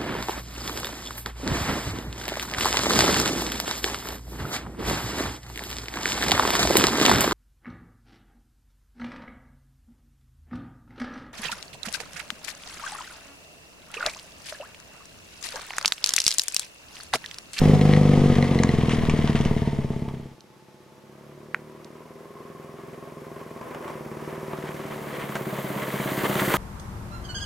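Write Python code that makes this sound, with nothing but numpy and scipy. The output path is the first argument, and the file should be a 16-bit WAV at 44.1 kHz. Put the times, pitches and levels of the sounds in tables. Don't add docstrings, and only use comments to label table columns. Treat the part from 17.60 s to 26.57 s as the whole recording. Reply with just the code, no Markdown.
import sys
import numpy as np
from scipy import signal
from scipy.fft import rfft, irfft, next_fast_len
from scipy.io import wavfile
from scipy.ndimage import map_coordinates

SR = 44100
rng = np.random.default_rng(int(sys.argv[2]) if len(sys.argv) > 2 else 0)


def materialize(psi):
    bounded = np.clip(np.atleast_2d(psi).T, -1, 1)
    quanta = np.round(bounded * 32767).astype(np.int16)
    wavfile.write(sys.argv[1], SR, quanta)


N = 395577
TIME = np.arange(N) / SR
DISSOLVE_START_S, DISSOLVE_END_S = 1.86, 2.78

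# time in seconds, throttle in dB,
# second cylinder against the first in dB.
THROTTLE_AWAY = [(0, -1, -4.5), (.8, 0.5, -5), (1.15, -1, -8.5), (2.25, 1, -17.5), (2.5, 1.5, -5)]
THROTTLE_TOWARD = [(3.2, -7.5, -11), (3.75, -3, 0), (5, -0.5, -11), (7.1, 3.5, -12.5), (7.45, -1, -8.5),
                   (7.8, 1.5, -18), (8.97, -0.5, -10)]


def amp(db):
    return 10 ** (np.asarray(db) / 20)


def unit(x):
    return x / np.sqrt(np.mean(x ** 2) + 1e-20)


def along(points, hz):
    point_hz, values = np.transpose(points)
    return np.interp(np.log(hz + 1), np.log(point_hz + 1), values)


def curves(rows):
    times, *columns = np.transpose(rows)
    return [np.interp(TIME, times, column) for column in columns]


def wobble(rate):
    return map_coordinates(rng.standard_normal(int(N * rate / SR) + 4), [TIME * rate])


def lift_db(modes, hz):
    return sum(db / (1 + (2 * (hz - centre) / width) ** 2) for centre, width, db in modes)


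def filtered(x, response):
    size = next_fast_len(x.shape[-1] + SR // 4)
    return irfft(rfft(x, size) * response(np.fft.rfftfreq(size, 1 / SR)), size)[..., :x.shape[-1]]


def coloured(x, spectrum):
    return unit(filtered(x, lambda hz: amp(along(spectrum, hz))))


def spread(pair, side_db):
    return pair[0] + amp(side_db) * np.array([pair[1], -pair[1]])


def placed(x, left_db, lead_us):
    sides = np.array([[1], [-1]]) / 2
    return filtered(x, lambda hz: amp(sides * left_db) * np.exp(2j * np.pi * hz * sides * lead_us / 1e6))


def add(track, start_s, sound):
    part = track[max(0, round(start_s * SR)):][:len(sound)]
    part += sound[:len(part)]


def dissolve(away, toward):
    share = np.interp(TIME, [DISSOLVE_START_S, DISSOLVE_END_S], [0, 1])
    return away * (1 - share) + toward * share


def closeness():
    return np.interp(TIME, [6.7, 7.9], [0, 1])


def forest_air():
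    spectrum = [(20, -19), (70, -1), (150, 11.5), (800, -0.5), (3000, -4), (6000, -9.5), (15000, -30)]
    return amp(-60) * spread(coloured(rng.standard_normal((2, N)), spectrum), side_db=-3.5)


def breeze():
    # time in seconds, level in dB.
    wind = [(0, -25), (.9, -34), (1.08, -31), (2.13, -32), (2.3, -32)]
    spectrum = [(10, 5.5), (30, -13.5), (80, -6.5), (160, -6.5), (500, -52)]
    rumble = coloured(rng.standard_normal((2, N)), spectrum)
    return amp(curves(wind)[0] + 2 * wobble(6.1)) * spread(rumble, side_db=-6)


def faint_whine(pitch_hz=868, width_hz=60):
    # time in seconds, level in dB.
    fader = [(1.8, -87), (2.2, -53), (2.75, -67), (3.4, -63), (4, -90)]
    phase = 2 * np.pi * pitch_hz * TIME
    whine = wobble(width_hz) * np.cos(phase) + wobble(width_hz) * np.sin(phase)
    return amp(curves(fader)[0]) * unit(whine)


def forest_echo(x, lowest_hz, hops=7):
    # frequency in Hz, seconds to fall 60 dB.
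    decay = [(100, 1), (400, 0.45), (2000, 0.16), (10000, 0.056)]
    scattered = filtered(x, lambda hz: hz ** 2 / (hz ** 2 + lowest_hz ** 2))
    scattered = np.pad(scattered, (300, 0))[:N]
    out, hop = np.zeros((2, N + 2 * SR)), N // hops + 1
    for start in range(-hop, N, hop):
        at = np.arange(max(start, 0), min(start + 2 * hop, N))
        hz, t, noise = signal.stft(rng.standard_normal((2, SR // 2)), SR, nperseg=256)
        tail = signal.istft(noise * amp(-60 * t / along(decay, hz)[:, None]), SR, nperseg=256)[1]
        tail = spread(tail / np.linalg.norm(tail[0]), side_db=-13)
        window = np.sin(np.pi * (at - start) / (2 * hop))
        wet = signal.fftconvolve((scattered[at] * window)[None], tail, axes=1)
        out[:, at[0]:at[0] + wet.shape[1]] += wet
    return out[:, :N]


def twig_snaps(width_cycles=0.57, tail_db=-11, tail_s=0.0016, lowest_hz=500):
    # time in seconds, level in dB, pitch in Hz.
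    snaps = [(2.807, -35.5, 4880), (3.946, -8, 1540), (4.246, -31, 4740)]
    out, t = np.zeros(N), TIME[:SR // 12] - .002
    for s, db, pitch_hz in snaps:
        click = -np.sin(2 * np.pi * pitch_hz * t) * np.exp(-(t * pitch_hz / width_cycles) ** 2)
        noise = rng.standard_normal(len(t))
        scatter = unit(filtered(noise, lambda hz: 1 / (1 + 3 * np.log2((hz + 1) / pitch_hz) ** 4)))
        tail = amp(tail_db) * scatter * (t > 0) * np.exp(-abs(t) / tail_s)
        add(out, s + t[0], amp(db) * (click + tail))
    return filtered(out, lambda hz: hz ** 2 / (hz ** 2 + lowest_hz ** 2))


def ground_dip(x):
    # centre in Hz, width in Hz, gain in dB.
    dip_away = [(1450, 600, -6)]
    dip_far = [(4050, 2900, -3.5)]
    dip_near = [(5360, 1220, -10)]
    away, far, near = (filtered(x, lambda hz: amp(lift_db(dip, hz)))
                       for dip in (dip_away, dip_far, dip_near))
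    return np.where(TIME < DISSOLVE_END_S, away, far + (near - far) * closeness())


def tyre_gains(layers, throttle, metres, drive):
    # centre and length in seconds, rumble and crunch change in dB.
    patches = [(1.315, 0.058, -9, 6.5), (1.79, 0.11, -6, 3), (2.414, 0.9, -3, -6.5), (6.11, 0.22, 4.5, -3),
               (6.29, 0.14, 5.5, 2), (6.484, 0.17, 0, -11), (6.688, 0.12, 1.5, 2), (6.93, 0.035, 3, -11),
               (7.083, 0.26, -1.5, 1.5), (7.314, 0.13, 4.5, 4.5), (7.496, 0.21, 4, 4),
               (7.616, 0.15, 3, 6.5), (8.21, 0.06, 2, 6), (8.654, 0.028, 8.5, 7.5), (8.76, 0.13, 2, 4)]
    rumble_db, crunch_db, grit_db = (db - loss_db * np.log2(metres / 10) for db, loss_db in layers)
    drive_db = drive * curves(throttle)[0]
    for s, length_s, extra_rumble_db, extra_crunch_db in patches:
        swell = np.exp(-(2 * (TIME - s) / length_s) ** 2)
        rumble_db += extra_rumble_db * swell
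        crunch_db += extra_crunch_db * swell
    return amp([rumble_db + drive_db, crunch_db + drive_db, grit_db])


def grains(rate, spread_db, life_s):
    hits = (rng.random((2, N)) < rate / SR) * amp(spread_db * np.minimum(rng.exponential(size=(2, N)), 4))
    power = signal.fftconvolve(hits ** 2, np.exp(-TIME[None, :SR // 20] / life_s), axes=1)[:, :N]
    return np.sqrt(abs(power)) * rng.standard_normal((2, N))


def tyres(rumble_gain, crunch_gain, grit_gain, first_cutoff_hz=10500, second_cutoff_hz=13000):
    # frequency in Hz, relative level in dB.
    rumble_eq = [(30, -37), (100, -14), (250, -5), (500, 1.5), (800, -5.5), (1100, -2), (1400, -10.5),
                 (2200, -12.5), (5000, -34)]
    crunch_eq = [(500, -20.5), (1200, -0.5), (1600, 0.5), (2050, 2.5), (2500, -7.5), (3100, -4),
                 (4200, -11.5), (5500, -15.5), (7500, -22), (10000, -20.5), (15000, -99)]
    grit_eq = [(3000, -2), (5300, 6), (6500, 2.5), (8500, 0.5), (10500, 1), (12300, 4.5), (15000, 5),
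               (16000, -3)]
    clumps = wobble(22)
    rumble = spread(coloured(grains(rate=450, spread_db=1.5, life_s=0.0055), rumble_eq), side_db=-7)
    crunch = spread(coloured(grains(rate=380, spread_db=2.3, life_s=0.003), crunch_eq), side_db=-10)
    grit = spread(coloured(grains(rate=1900, spread_db=1, life_s=0.0046), grit_eq), side_db=-36.5)
    dull = filtered(grit, lambda hz: 1 / (1 + (hz / first_cutoff_hz) ** 8))
    brighter = filtered(grit, lambda hz: 1 / (1 + (hz / second_cutoff_hz) ** 16))
    return (rumble_gain * amp(0.43 * clumps) * rumble
            + crunch_gain * amp(0.89 * clumps) * crunch
            + grit_gain * dissolve(dull, brighter + (grit - brighter) * closeness()))


def pebbles(crunch_gain, count=48, over_db=9, scatter_db=-2, sharp_db=-11, spray_db=5, lowest_hz=1900):
    rows = []
    for when, smallness, octave in rng.random((count, 3)):
        db = 20 * np.log10(crunch_gain[int(when * N)]) + over_db + scatter_db * smallness
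        rows.append((when * N / SR, db, sharp_db, spray_db, lowest_hz * 2 ** octave))
    return rows


def stones(crunch_gain, ring_s=0.0017, spray_s=0.013, clack_db=1.4, crack_db=4.5):
    # start in seconds, relative level in dB,
    # crack trim in dB, spray in dB, ring in Hz.
    large_stones = [(1.035, -9, -7, -44, 1860), (1.211, -18.5, -28, -8, 2900),
                    (1.2938, -17.5, -17, -4, 2180), (1.315, -18, -22, -2, 2500),
                    (1.4524, -23, -16, -22, 4000), (1.4968, -14, -17.5, -8, 2720),
                    (1.5005, -19, -22, -21, 1900), (1.675, -20, -19, -4, 4040), (1.7548, -20, -20, 9, 2490),
                    (1.8106, -22, -14, -13, 3220), (1.851, -21.5, -12.5, -3, 3020),
                    (2.4867, -28, -34, -14, 1070), (6.013, -30.5, -21, -12, 1200),
                    (6.1477, -26.5, -22, -6, 1190), (6.246, -33, -28, -4, 1090),
                    (6.2789, -23.5, -25, -3, 1140), (6.302, -35, -13, -2, 1050),
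                    (6.9321, -25, -38, -4, 1170), (7.325, -31, -28, 4, 1700), (7.622, -27, -27, 5, 2100),
                    (7.7543, -22.5, -11, 2, 1910), (8.402, -25, -35, -17, 2210),
                    (8.6422, -19.5, -27, -12, 1790), (8.7545, -17.5, -18, -19, 3800),
                    (8.8214, -13, -29, -17, 1390), (8.904, -13.5, -36, -13, 1510),
                    (8.9395, -11, -15, -2, 1420)]
    # frequency in Hz, relative level in dB.
    clack_eq = [(200, -4.5), (700, 6), (1200, 3.5), (2000, -3), (3300, -6.5), (6000, -27), (12000, -40)]
    crack_eq = [(1500, -15), (3500, 0), (6000, 10), (9000, 1), (15000, -38)]
    out, t = np.zeros(N), TIME[:SR // 12]
    for s, db, sharp_db, spray_db, ring_hz in list(large_stones) + pebbles(crunch_gain):
        fade = np.exp(-t / ring_s) + amp(spray_db) * np.exp(-t / spray_s)
        ring = [(ring_hz, 0.63 * ring_hz, 9)]
        clack = coloured(rng.standard_normal(len(t)), clack_eq)
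        clack = fade * filtered(clack, lambda hz: amp(lift_db(ring, hz)))
        crack = fade * coloured(rng.standard_normal(len(t)), crack_eq)
        add(out, s, amp(db + clack_db) * clack / abs(clack).max())
        add(out, s, amp(db + sharp_db + crack_db) * crack / abs(crack).max())
    return out


def metal_knocks(gain_db=5.5):
    # start in seconds, relative peak in dB.
    knocks = [(0.2129, -23.5), (0.3368, -15.5), (0.433, -27.5), (0.8259, -22), (0.9886, -24),
              (1.0909, -23.5)]
    # pitch in Hz, relative level in dB, seconds to fall 60 dB.
    modes = [(1930, 1, .018), (2090, 0, .016), (2890, -9, .012), (4110, -6, .013), (5700, -13, .009)]
    out, t = np.zeros(N), TIME[:SR // 12]
    for s, db in knocks:
        ring = np.zeros(len(t))
        for hz, mode_db, t60 in modes:
            fade = amp(mode_db + rng.normal(0, 0.75) - 60 * t / t60)
            ring += fade * np.sin(2 * np.pi * hz * t + rng.uniform(0, 2 * np.pi))
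        add(out, s, amp(db + gain_db) * ring / abs(ring).max())
    return out


def gears(speed, throttle, metres, first_s, level_db, surge_db, width_hz, drive,
          mesh_ratio=51.5, surge_s=0.012):
    # centre in Hz, width in Hz, boost in dB.
    gearbox = [(1051, 130, 10)]
    rate, = curves(speed)
    turn = 2 * np.pi * np.cumsum(rate) / SR
    whine = wobble(width_hz) * np.cos(mesh_ratio * turn) + wobble(width_hz) * np.sin(mesh_ratio * turn)
    whine_db = level_db + drive * curves(throttle)[0] + lift_db(gearbox, mesh_ratio * rate)
    surge = amp(surge_db * np.cos(turn - np.interp(first_s + surge_s, TIME, turn)))
    return amp(whine_db) * 10 / metres * unit(whine * surge)


def firings(speed, throttle, metres, first_s, lag_cycles, scatter_db):
    # time in seconds, level change in dB.
    misfires = [(.175, -8), (.745, -15), (.873, -7.5), (1.44, -3.5), (2.276, -24)]
    cycles = np.cumsum(curves(speed)[0]) / SR
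    cycles -= np.interp(first_s, TIME, cycles)
    level_db, second_db = curves(throttle)
    level_db += sum(db * (abs(TIME - s) < .008) for s, db in misfires)
    cylinders = (0, level_db, scatter_db), (lag_cycles, level_db + second_db, 2 * scatter_db)
    train = np.zeros(N)
    for offset, size_db, jitter_db in cylinders:
        at = np.flatnonzero(np.diff(np.floor(cycles - offset)) > 0)
        train[at] = amp(size_db[at] + jitter_db * rng.standard_normal(len(at)))
    return train * 10 / metres


def pipe_tuning(speed, heat, unsteady, nominal_cycles_per_s=20):
    return (curves(speed)[0] / nominal_cycles_per_s) ** heat * (1 + unsteady * wobble(35))


def bark(train, tuning, level_db=-25, ring_hz=425, delay_s=.004, swell_s=.003, unsteady=.025):
    out, t = np.zeros(N), TIME[:SR // 25]
    swell = t / swell_s * np.exp(1 - t / swell_s)
    for at in np.flatnonzero(train):
        hz = ring_hz * tuning[at] ** 3 * (1 + unsteady * rng.standard_normal())
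        add(out, at / SR + delay_s, train[at] * np.sin(2 * np.pi * hz * t) * swell)
    return amp(level_db) * out


def thump(spectrum, modes, chamber_hz=460, size=16384):
    hz = np.fft.rfftfreq(size, 1 / SR)
    cepstrum = irfft(np.log(amp(along(spectrum, hz) + lift_db(modes, hz))))
    cepstrum[1:size // 2] *= 2
    cepstrum[size // 2:] = 0
    chamber = (chamber_hz - 1j * hz) / (chamber_hz + 1j * hz)
    pulse = irfft(np.exp(rfft(cepstrum)) * chamber)[:size // 2]
    return -pulse / np.sqrt(np.sum(pulse ** 2) / (.015 * SR))


def exhaust(train, tuning, spectrum, modes, thump_db, puff_db, puff_s):
    # frequency in Hz before tuning, relative level in dB.
    puff_eq = [(20, -29), (60, -39), (150, -5.5), (300, 1), (450, -0.5), (700, -3.5), (1000, -7.5),
               (1500, -30), (2100, -16), (4000, -24), (12000, -38)]
    t = TIME[:SR // 8]
    gate = signal.fftconvolve(train, np.exp(-t / puff_s) * (1 - np.exp(-t / 0.0022)))[:N]
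    noise = rng.standard_normal(2 * N)
    gas = filtered(noise, lambda hz: amp(along(puff_eq, hz) + 0.33 * lift_db(modes, hz)))
    gas = unit(map_coordinates(gas, [np.cumsum(tuning)]))
    pulse, thumps = thump(spectrum, modes)[:len(t)], np.zeros(N)
    for at in np.flatnonzero(train):
        add(thumps, at / SR, train[at] * np.interp(t * tuning[at], t, pulse))
    return amp(thump_db) * thumps + amp(puff_db) * gate * gas


def ride_away(metres, first_s=.056):
    # time in seconds, four-stroke cycles per second.
    speed = [(0, 25.63), (.43, 24.85), (.92, 23.1), (1.27, 20.1), (1.83, 18.34), (1.94, 18.74),
             (2.24, 17.09), (2.8, 16.95)]
    # frequency in Hz before tuning, relative level in dB.
    thump_eq = [(15, -29), (35, -9), (55, -14), (100, -7), (200, -8), (310, -8), (430, -10.5), (550, -27),
                (720, -22.5), (1000, -33), (2500, -49.5), (8000, -57.5)]
    # centre and width in Hz before tuning, boost in dB.
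    modes = [(75, 27, 8), (145.2, 41, 14), (200.3, 36, 2), (231.6, 54, 10.5), (290, 27, -9),
             (432, 190, 2.5), (689, 45, 10.5)]
    train = firings(speed, THROTTLE_AWAY, metres, first_s, lag_cycles=.511, scatter_db=0.77)
    tuning = pipe_tuning(speed, heat=.22, unsteady=.012)
    engine = exhaust(train, tuning, thump_eq, modes, thump_db=-15.6, puff_db=-31, puff_s=0.014)
    engine += bark(train, tuning)
    engine += gears(speed, THROTTLE_AWAY, metres, first_s,
                    level_db=-51.5, surge_db=-2.5, width_hz=70, drive=4.8)
    return engine + forest_echo(amp(-11.5) * engine, lowest_hz=287)


def ride_toward(metres, first_s=2.8418):
    # time in seconds, four-stroke cycles per second.
    speed = [(2.7, 16.17), (3.4, 17.12), (4.09, 19.17), (5.21, 21.18), (5.95, 20.17), (6.28, 20.79),
             (6.38, 18.5), (6.64, 18.67), (6.71, 19.65), (7.92, 17.09), (8.85, 16.59), (8.97, 14.84)]
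    # frequency in Hz before tuning, relative level in dB.
    thump_eq = [(15, -23), (42, -19), (58, -2.5), (100, -2.5), (190, -5.5), (280, -3), (345, 7.5),
                (460, -2.5), (700, -5.5), (820, -29.5), (1100, -8), (2500, -36), (8000, -55)]
    # centre and width in Hz before tuning, boost in dB.
    far_modes = [(148.1, 40, 18.3), (225.5, 53, 16.1), (392.6, 41, 11.4), (523, 41, 8.8), (665, 40, 8.4)]
    near_modes = [(144.5, 46, 21.6), (211.6, 66, 22.2), (306, 27, 7.3), (395, 35, 13.8), (514, 36, 4.7),
                  (680, 95, 16)]
    train = firings(speed, THROTTLE_TOWARD, metres, first_s, lag_cycles=.508, scatter_db=0.5)
    tuning = pipe_tuning(speed, heat=.33, unsteady=.008)
    close = closeness()
    far = exhaust(train * (1 - close), tuning, thump_eq, far_modes,
                  thump_db=-31, puff_db=-44.5, puff_s=0.016)
    near = exhaust(train * close, tuning, thump_eq, near_modes, thump_db=-31, puff_db=-35.5, puff_s=0.018)
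    whine = gears(speed, THROTTLE_TOWARD, metres, first_s,
                  level_db=-54.5, surge_db=4, width_hz=110, drive=1)
    pipe = far + near
    return pipe + amp(-8 * close) * whine + forest_echo(amp(-8.5) * pipe, lowest_hz=284)


def scene():
    # base level in dB at 10 m, dB lost per doubling of distance.
    tyres_away = [(-37, 2), (-37.5, 2.5), (-49, 9)]
    tyres_toward = [(-39, 6.8), (-45.5, 11.4), (-46.5, 10.5)]
    start_m, away_m_per_s = 5.86, 3.12
    toward_m_per_s, pass_s, pass_m = 5.92, 9.56, 1.5
    away_m = start_m + away_m_per_s * TIME
    toward_m = np.hypot(toward_m_per_s * (pass_s - TIME), pass_m)
    rumble_gain, crunch_gain, grit_gain = dissolve(
        tyre_gains(tyres_away, THROTTLE_AWAY, away_m, drive=0.34),
        tyre_gains(tyres_toward, THROTTLE_TOWARD, toward_m, drive=1))
    clatter = stones(crunch_gain) + metal_knocks()
    twigs = twig_snaps()
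    air = forest_air()
    echo = forest_echo(amp(-14.5) * clatter + amp(-27) * twigs, lowest_hz=300)
    gravel = ground_dip(clatter + tyres(rumble_gain, crunch_gain, grit_gain)) + echo
    away = placed(ride_away(away_m) + breeze() + gravel, left_db=1, lead_us=36.4)
    toward = ride_toward(toward_m) + gravel
    return dissolve(away, toward) + placed(twigs, left_db=-3, lead_us=17) + faint_whine() + air


def record(dry, top_hz=15900):
    return filtered(dry, lambda hz: hz < top_hz)


dry = scene()
out = record(dry)
materialize(out)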